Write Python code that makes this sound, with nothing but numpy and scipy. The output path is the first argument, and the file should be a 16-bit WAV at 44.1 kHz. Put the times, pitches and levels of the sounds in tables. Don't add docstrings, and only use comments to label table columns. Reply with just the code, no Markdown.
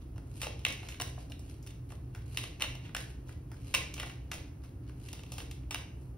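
import sys
import numpy as np
from scipy import signal
from scipy.fft import rfft, irfft, next_fast_len
from scipy.io import wavfile
from scipy.ndimage import uniform_filter1d

SR = 44100
rng = np.random.default_rng(int(sys.argv[2]) if len(sys.argv) > 2 else 0)


def wav_out(sig):
    wavfile.write(sys.argv[1], SR, np.round(np.clip(np.atleast_2d(sig).T, -1, 1) * 32767).astype(np.int16))


N = 272225


def undb(db):
    return 10 ** (np.asarray(db) / 20)


def level(x, db):
    return x * undb(db) / np.sqrt(np.mean(x ** 2))


def along(table, size):
    hz, value = np.transpose(table)
    bins_hz = np.arange(size // 2 + 1) * SR / size
    return np.interp(np.log(bins_hz + 1), np.log(hz + 1), value)


def shape(x, gain):
    size = next_fast_len(x.shape[-1])
    return irfft(rfft(x, size) * gain(size), size)[..., :x.shape[-1]]


def colour(x, table):
    return shape(x, lambda size: undb(along(table, size)))


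def diffuse(count):
    # frequency in Hz, correlation from 0 to 1.
    likeness = [(100, 1), (300, 0.88), (700, 0), (1700, 0.33), (2600, 0.4), (5000, 0.33), (7000, 1),
                (16000, 0.83)]
    mid, side = rng.standard_normal((2, count))
    mid = shape(mid, lambda size: np.sqrt((1 + np.clip(along(likeness, size), 0, 1)) / 2))
    side = shape(side, lambda size: np.sqrt((1 - np.clip(along(likeness, size), 0, 1)) / 2))
    return np.array([mid + side, mid - side])


def ring(x, hz, t60):
    pole = np.exp(2j * np.pi * hz / SR - np.log(1000) / (t60 * SR))
    return signal.lfilter([1], [1, -pole], x).imag


def walk(rate):
    held = int(SR / rate)
    steps = np.repeat(rng.standard_normal(N // held + 1), held)
    return level(uniform_filter1d(steps, held)[:N], 0)


def ventilation():
    # frequency in Hz, relative level in dB.
    air_colour = [(25, -35), (33, -31), (45, -3.5), (63, -2.5), (85, -1.5), (105, -2.5), (160, -9.5),
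                  (205, -19), (290, -12.5), (500, -27), (1300, -38), (2300, -47), (2800, -46),
                  (3500, -53.5), (12000, -51), (16000, -60.5)]
    # frequency in Hz, nominal width in Hz, RMS level in dB.
    fan_tones = [(63.73, 8.3, -53), (123.73, 7.1, -53.5), (282.4, 18, -68)]
    hum = 0
    for hz, width, db in fan_tones:
        t60 = 2.0 / width
        tone = ring(ring(rng.standard_normal(N), hz, t60), hz, t60)
        hum = hum + level(tone, db)
    air = level(colour(diffuse(N), air_colour), -48.5)
    return air + hum


def room(x):
    # band centre in Hz, t60 in seconds, level in dB.
    walls = [(516, 0.55, 2.5), (1280, 0.47, -6.5), (2250, 0.5, 0), (2824, 0.54, -9), (3470, 0.38, 0),
             (5500, 0.46, -3), (11000, 0.29, -5)]
    t = np.arange(SR // 2) / SR
    field, answer = diffuse(len(t)), 0
    onset = 1 - np.exp(-(t / 0.00071) ** 2)
    for k, (_, t60, db) in enumerate(walls):
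        band = [(hz, float(j == k)) for j, (hz, _, _) in enumerate(walls)]
        fade = onset * np.exp(-np.log(1000) * t / t60)
        fade = fade / np.sqrt(np.sum(fade ** 2))
        answer = answer + undb(db) * shape(field, lambda size: along(band, size)) * fade
    return signal.fftconvolve(x[None], answer, axes=1)[:, :N]


def slide():
    # time of fastest sliding in seconds,
    # rustle level in dB, build-up in seconds, treble in dB against the rustle.
    strokes = [(.02, -70.5, 0.14, -7), (.19, -74, 0.1, -12), (0.401, -59.5, 0.12, 0),
               (.47, -52.5, 0.071, -14), (.7, -47.5, 0.098, -10.5), (.84, -57, .1, -8),
               (.92, -60.5, .06, -4), (1.07, -57.5, 0.094, -4), (1.201, -61, 0.064, -4.5),
               (1.5, -63.5, 0.13, -2), (1.7, -64.5, 0.11, -6), (1.92, -70, 0.088, 0),
               (2.22, -70.5, 0.29, -9), (2.36, -58, 0.14, -2), (2.43, -51, .06, -7), (2.68, -56, 0.071, -5),
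               (2.86, -59, 0.097, -14.5), (3., -54.5, 0.048, -4), (3.09, -63, 0.041, -2),
               (3.3, -63, 0.065, -7), (3.57, -68, 0.1, -11), (3.72, -60, 0.16, -3), (3.79, -47, 0.074, -13),
               (3.97, -61, 0.087, -10.5), (4.08, -54.5, 0.12, -9.5), (4.38, -55, 0.093, -9),
               (4.66, -72, .1, -4), (4.88, -68, 0.053, -12), (5.07, -61.5, 0.13, -1.5),
               (5.16, -57.5, 0.095, -9), (5.25, -76, .1, -6), (5.389, -55, 0.12, -4.5),
               (5.55, -69, .08, -5), (5.78, -60, 0.071, -8), (6.02, -75, 0.081, 2.5)]
    # frequency in Hz, relative level in dB.
    rustle = [(300, 2), (900, -5.5), (2000, -8), (2750, 2), (3500, -6.5), (5000, -13), (16000, -66.5)]
    paper = [(2500, -58.5), (4000, 0.5), (5500, -1.5), (7000, 0.5), (9000, -64)]
    sizzle = [(5000, -34.5), (7500, 1), (12000, -4.5), (16000, -44)]
    build_db, fade_db_per_s = 20, 212
    paper_db, paper_share = -4, .4

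    peak_s, db, build_s, treble_db = np.transpose(strokes)[:, :, None]
    t = np.arange(0, N / SR + .01, .002)
    since = t - peak_s
    stroke_db = db + np.minimum(build_db * since / build_s, -fade_db_per_s * since)
    grain = undb(4 * walk(400) + 2 * walk(80))
    layers = [(0, rustle), (paper_db + paper_share * treble_db, paper), (treble_db, sizzle)]
    total = 0
    for over_db, table in layers:
        swell = np.linalg.norm(undb(stroke_db + over_db), axis=0)
        noise = level(colour(grain * diffuse(N), table), 0)
        total = total + np.interp(np.arange(N) / SR, t, swell) * noise
    return total


def taps():
    # start in seconds, snap drive in dB, then thud, knock and treble drive
    # in dB against the snap, and clatter in dB against the blow.
    contacts = [(0.1584, -64, 3.5, -10, -12, 2), (0.178, -53, -2, -3.5, -9.5, -22),
                (0.4151, -31, -22, -11.5, -11, -2), (0.4299, -31, -14, -17, -17, -1),
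                (0.4667, -30.5, -7.5, -22, -20, -30), (0.591, -47.5, -17, -26, -14, -8),
                (0.6488, -13, -42.5, -17.5, -26, -18), (0.664, -24, -19, -22, -23.5, -19),
                (0.723, -39.5, -25, -25, -9, -10), (0.6824, -41, -12, -29, -4.5, -7),
                (0.8277, -53.5, -0.5, 1, -10, -13.5), (0.885, -40, -21, -12, -11.5, -1.5),
                (0.9196, -38.5, -32, -24, -23, -8), (0.9414, -43, -26, -12, -20, -3),
                (0.9984, -29.5, -14, -12, -17, -4), (1.0112, -33, -11, -13, -9.5, -18),
                (1.0177, -31, -35, -8.5, -9.5, -25), (1.1763, -61.5, 13.5, 1.5, -33, -10),
                (1.2979, -57, -0.5, -20, -7, 2), (1.3182, -36.5, -46, -13, -19.5, -13),
                (1.3917, -60.5, -4, -20, 0.5, -5), (1.626, -69, -8, -5, 7.5, -6),
                (1.6627, -56, -16, -4, -4, 0), (1.6707, -43.5, -23, -16, -12, -14),
                (1.9014, -55, -5.5, -6.5, -14.5, 2.5), (1.9192, -50, -9, -6, -18.5, -7.5),
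                (2.1475, -48.5, -17, -1.5, -10.5, -6), (2.1576, -57, -6, 2, -11, -2.5),
                (2.371, -22, -27.5, -17.5, -17, -7.5), (2.4366, -31, -19, -16, -21, -19),
                (2.5966, -42.5, -16, -11, -15, -13), (2.605, -32.5, -21.5, -16, -21, 6.5),
                (2.6198, -17.5, -27, -20.5, -20, -24), (2.6366, -30, -19, -12, -28, -14),
                (2.6414, -29.5, -17.5, -13.5, -26, -9), (2.75, -40.5, -12.5, -20, -16.5, -11),
                (2.849, -50, -18, -10, -24, 3.5), (2.8913, -49, -17, -4, -22, -14),
                (2.947, -27, -16, -7, -16, -20), (2.9643, -32, -36, -3.5, -11, -9.5),
                (3.27, -66, 3.5, -23.5, -9, 2.5), (3.2903, -54, -9, 3, -10, -11),
                (3.515, -58, -4, 5, -3.5, -2), (3.7395, -18, -22, -15, -18, 0),
                (3.747, -16.5, -27, -18, -18, -32), (3.9383, -39, -26, -17, -6.5, -24),
                (3.9773, -37.5, -16, -16, -22, 3), (3.9972, -27.5, -22.5, -16, -19.5, -3.5),
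                (4.0301, -39, -8, -0.5, -16, -14), (4.0596, -45.5, -8, -19, -11, -5),
                (4.0954, -41.5, -18, -10, -19, -6), (4.314, -31.5, -17.5, -8.5, -14, -3),
                (4.339, -42, -8, -22, -7.5, -3), (4.635, -61.5, -9, -4, -11, 5),
                (4.893, -53, -11, -4, -14.5, -13), (5.0838, -40, -42, -26, -17, -6),
                (5.1287, -39.5, -12.5, -15, -8, -19), (5.191, -44.5, -17, -14, -18, -8),
                (5.2335, -44, -20, -17, -16, -17), (5.2618, -47.5, -17, -20, -22, -14),
                (5.3179, -44, -10, -23, -8, 3), (5.3803, -34.5, -16, -15, -14, -10),
                (5.401, -37, -18, -13, -19, -8), (5.5104, -40.5, -22, -17, -11, -11.5),
                (5.632, -57, -15, -14, -23, -17), (5.7073, -30.5, -18.5, -15, -15.5, -1.5),
                (5.7437, -26, -23, -9.5, -15, -20), (5.755, -28.5, -22, -15, -35, -22)]
    drive_hz = [750, 1700, 2900, 5500, 10000]
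    # frequency in Hz, t60 in seconds, gain in dB.
    deck = [(618, 0.0086, 10), (1005, 0.0073, 11.5), (1245, 0.0088, 11), (1657, 0.0033, 13),
            (2768, 0.0081, 3), (3064, 0.007, 1), (3643, 0.0032, 5.5), (4410, 0.0047, 4.5),
            (5430, 0.0018, 17.5), (8500, 0.00078, 25), (10850, 0.0014, 20), (13830, 0.00083, 16)]
    scrape_s, settle_s = 0.0011, 0.022
    lands_s, landing = .0018, 1.2
    sharper_db_per_db = 0.25
    sizzle_under_treble_db = 3.5

    t = np.arange(4096) / SR
    chance = rng.standard_normal((len(contacts), 2, len(t)))
    modes_hz = np.array(deck)[:, 0]
    reach = np.array([np.abs(rfft(ring(1. * (t == 0), hz, t60))) ** 2 for hz, t60, _ in deck])
    reach /= reach.sum(axis=1, keepdims=True)
    drive = np.zeros((len(deck), 2, N + 2 * len(t)))
    for (s, snap_db, thud, knock, treble, settle_db), (noise, size) in zip(contacts, chance):
        flicks = noise * undb(4.3 * np.repeat(size[:len(t) // 32], 32))
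        scrape = flicks * t ** 2 * np.exp(-t / scrape_s)
        settle = flicks * t * np.exp(-2 * t / settle_s)
        blow = scrape / np.linalg.norm(scrape)
        blow[int(lands_s * SR)] += landing * undb(sharper_db_per_db * (snap_db + 28))
        blow = blow / np.sqrt(reach @ np.abs(rfft(blow)) ** 2)[:, None]
        push = blow + undb(settle_db) * settle / np.linalg.norm(settle)
        over_snap_db = [thud, knock, 0, treble, treble - sizzle_under_treble_db]
        mode_db = snap_db + np.interp(np.log(modes_hz), np.log(drive_hz), over_snap_db)
        side_lag = int(np.clip(np.round(0.55 * noise[-1]), -1, 1))
        for side, lag in enumerate((0, side_lag)):
            start = int(s * SR) + lag
            drive[:, side, start:start + len(t)] += undb(mode_db)[:, None] * push
    total = 0
    for k, (hz, t60, db) in enumerate(deck):
        total = total + (-1) ** k * undb(db) * ring(drive[k, :, :N], hz, t60)
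    return total


def scene():
    cards = taps() + slide()
    return cards + room(cards[0]) + ventilation()


def record(dry):
    # frequency in Hz, lead of left over right in
    turn = [(0, 0), (400, 0), (1300, .4), (3200, 1.1), (5000, .3), (7000, 3), (8100, 3.3), (9900, 6.2),
            (11500, 6.4), (12800, 9.3), (14300, 9.5), (15800, 12.5)]
    # frequency in Hz, left minus right in dB.
    tilt = [(200, -0.5), (1300, 1), (2700, -1.5), (4400, 0), (16000, 0)]
    # frequency in Hz, gain in dB.
    top = [(15000, 2.5), (15600, 14), (15900, -18.5), (17000, -27)]
    sides = np.array([[.5], [-.5]])

    def response(size):
        gain_db = sides * along(tilt, size) + along(top, size)
        return np.exp(1j * sides * along(turn, size)) * undb(gain_db)

    low_pass = signal.ellip(8, .2, 70, 16900, fs=SR, output="sos")
    return signal.sosfilt(low_pass, shape(dry, response))


dry = scene()
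out = record(dry)
wav_out(out)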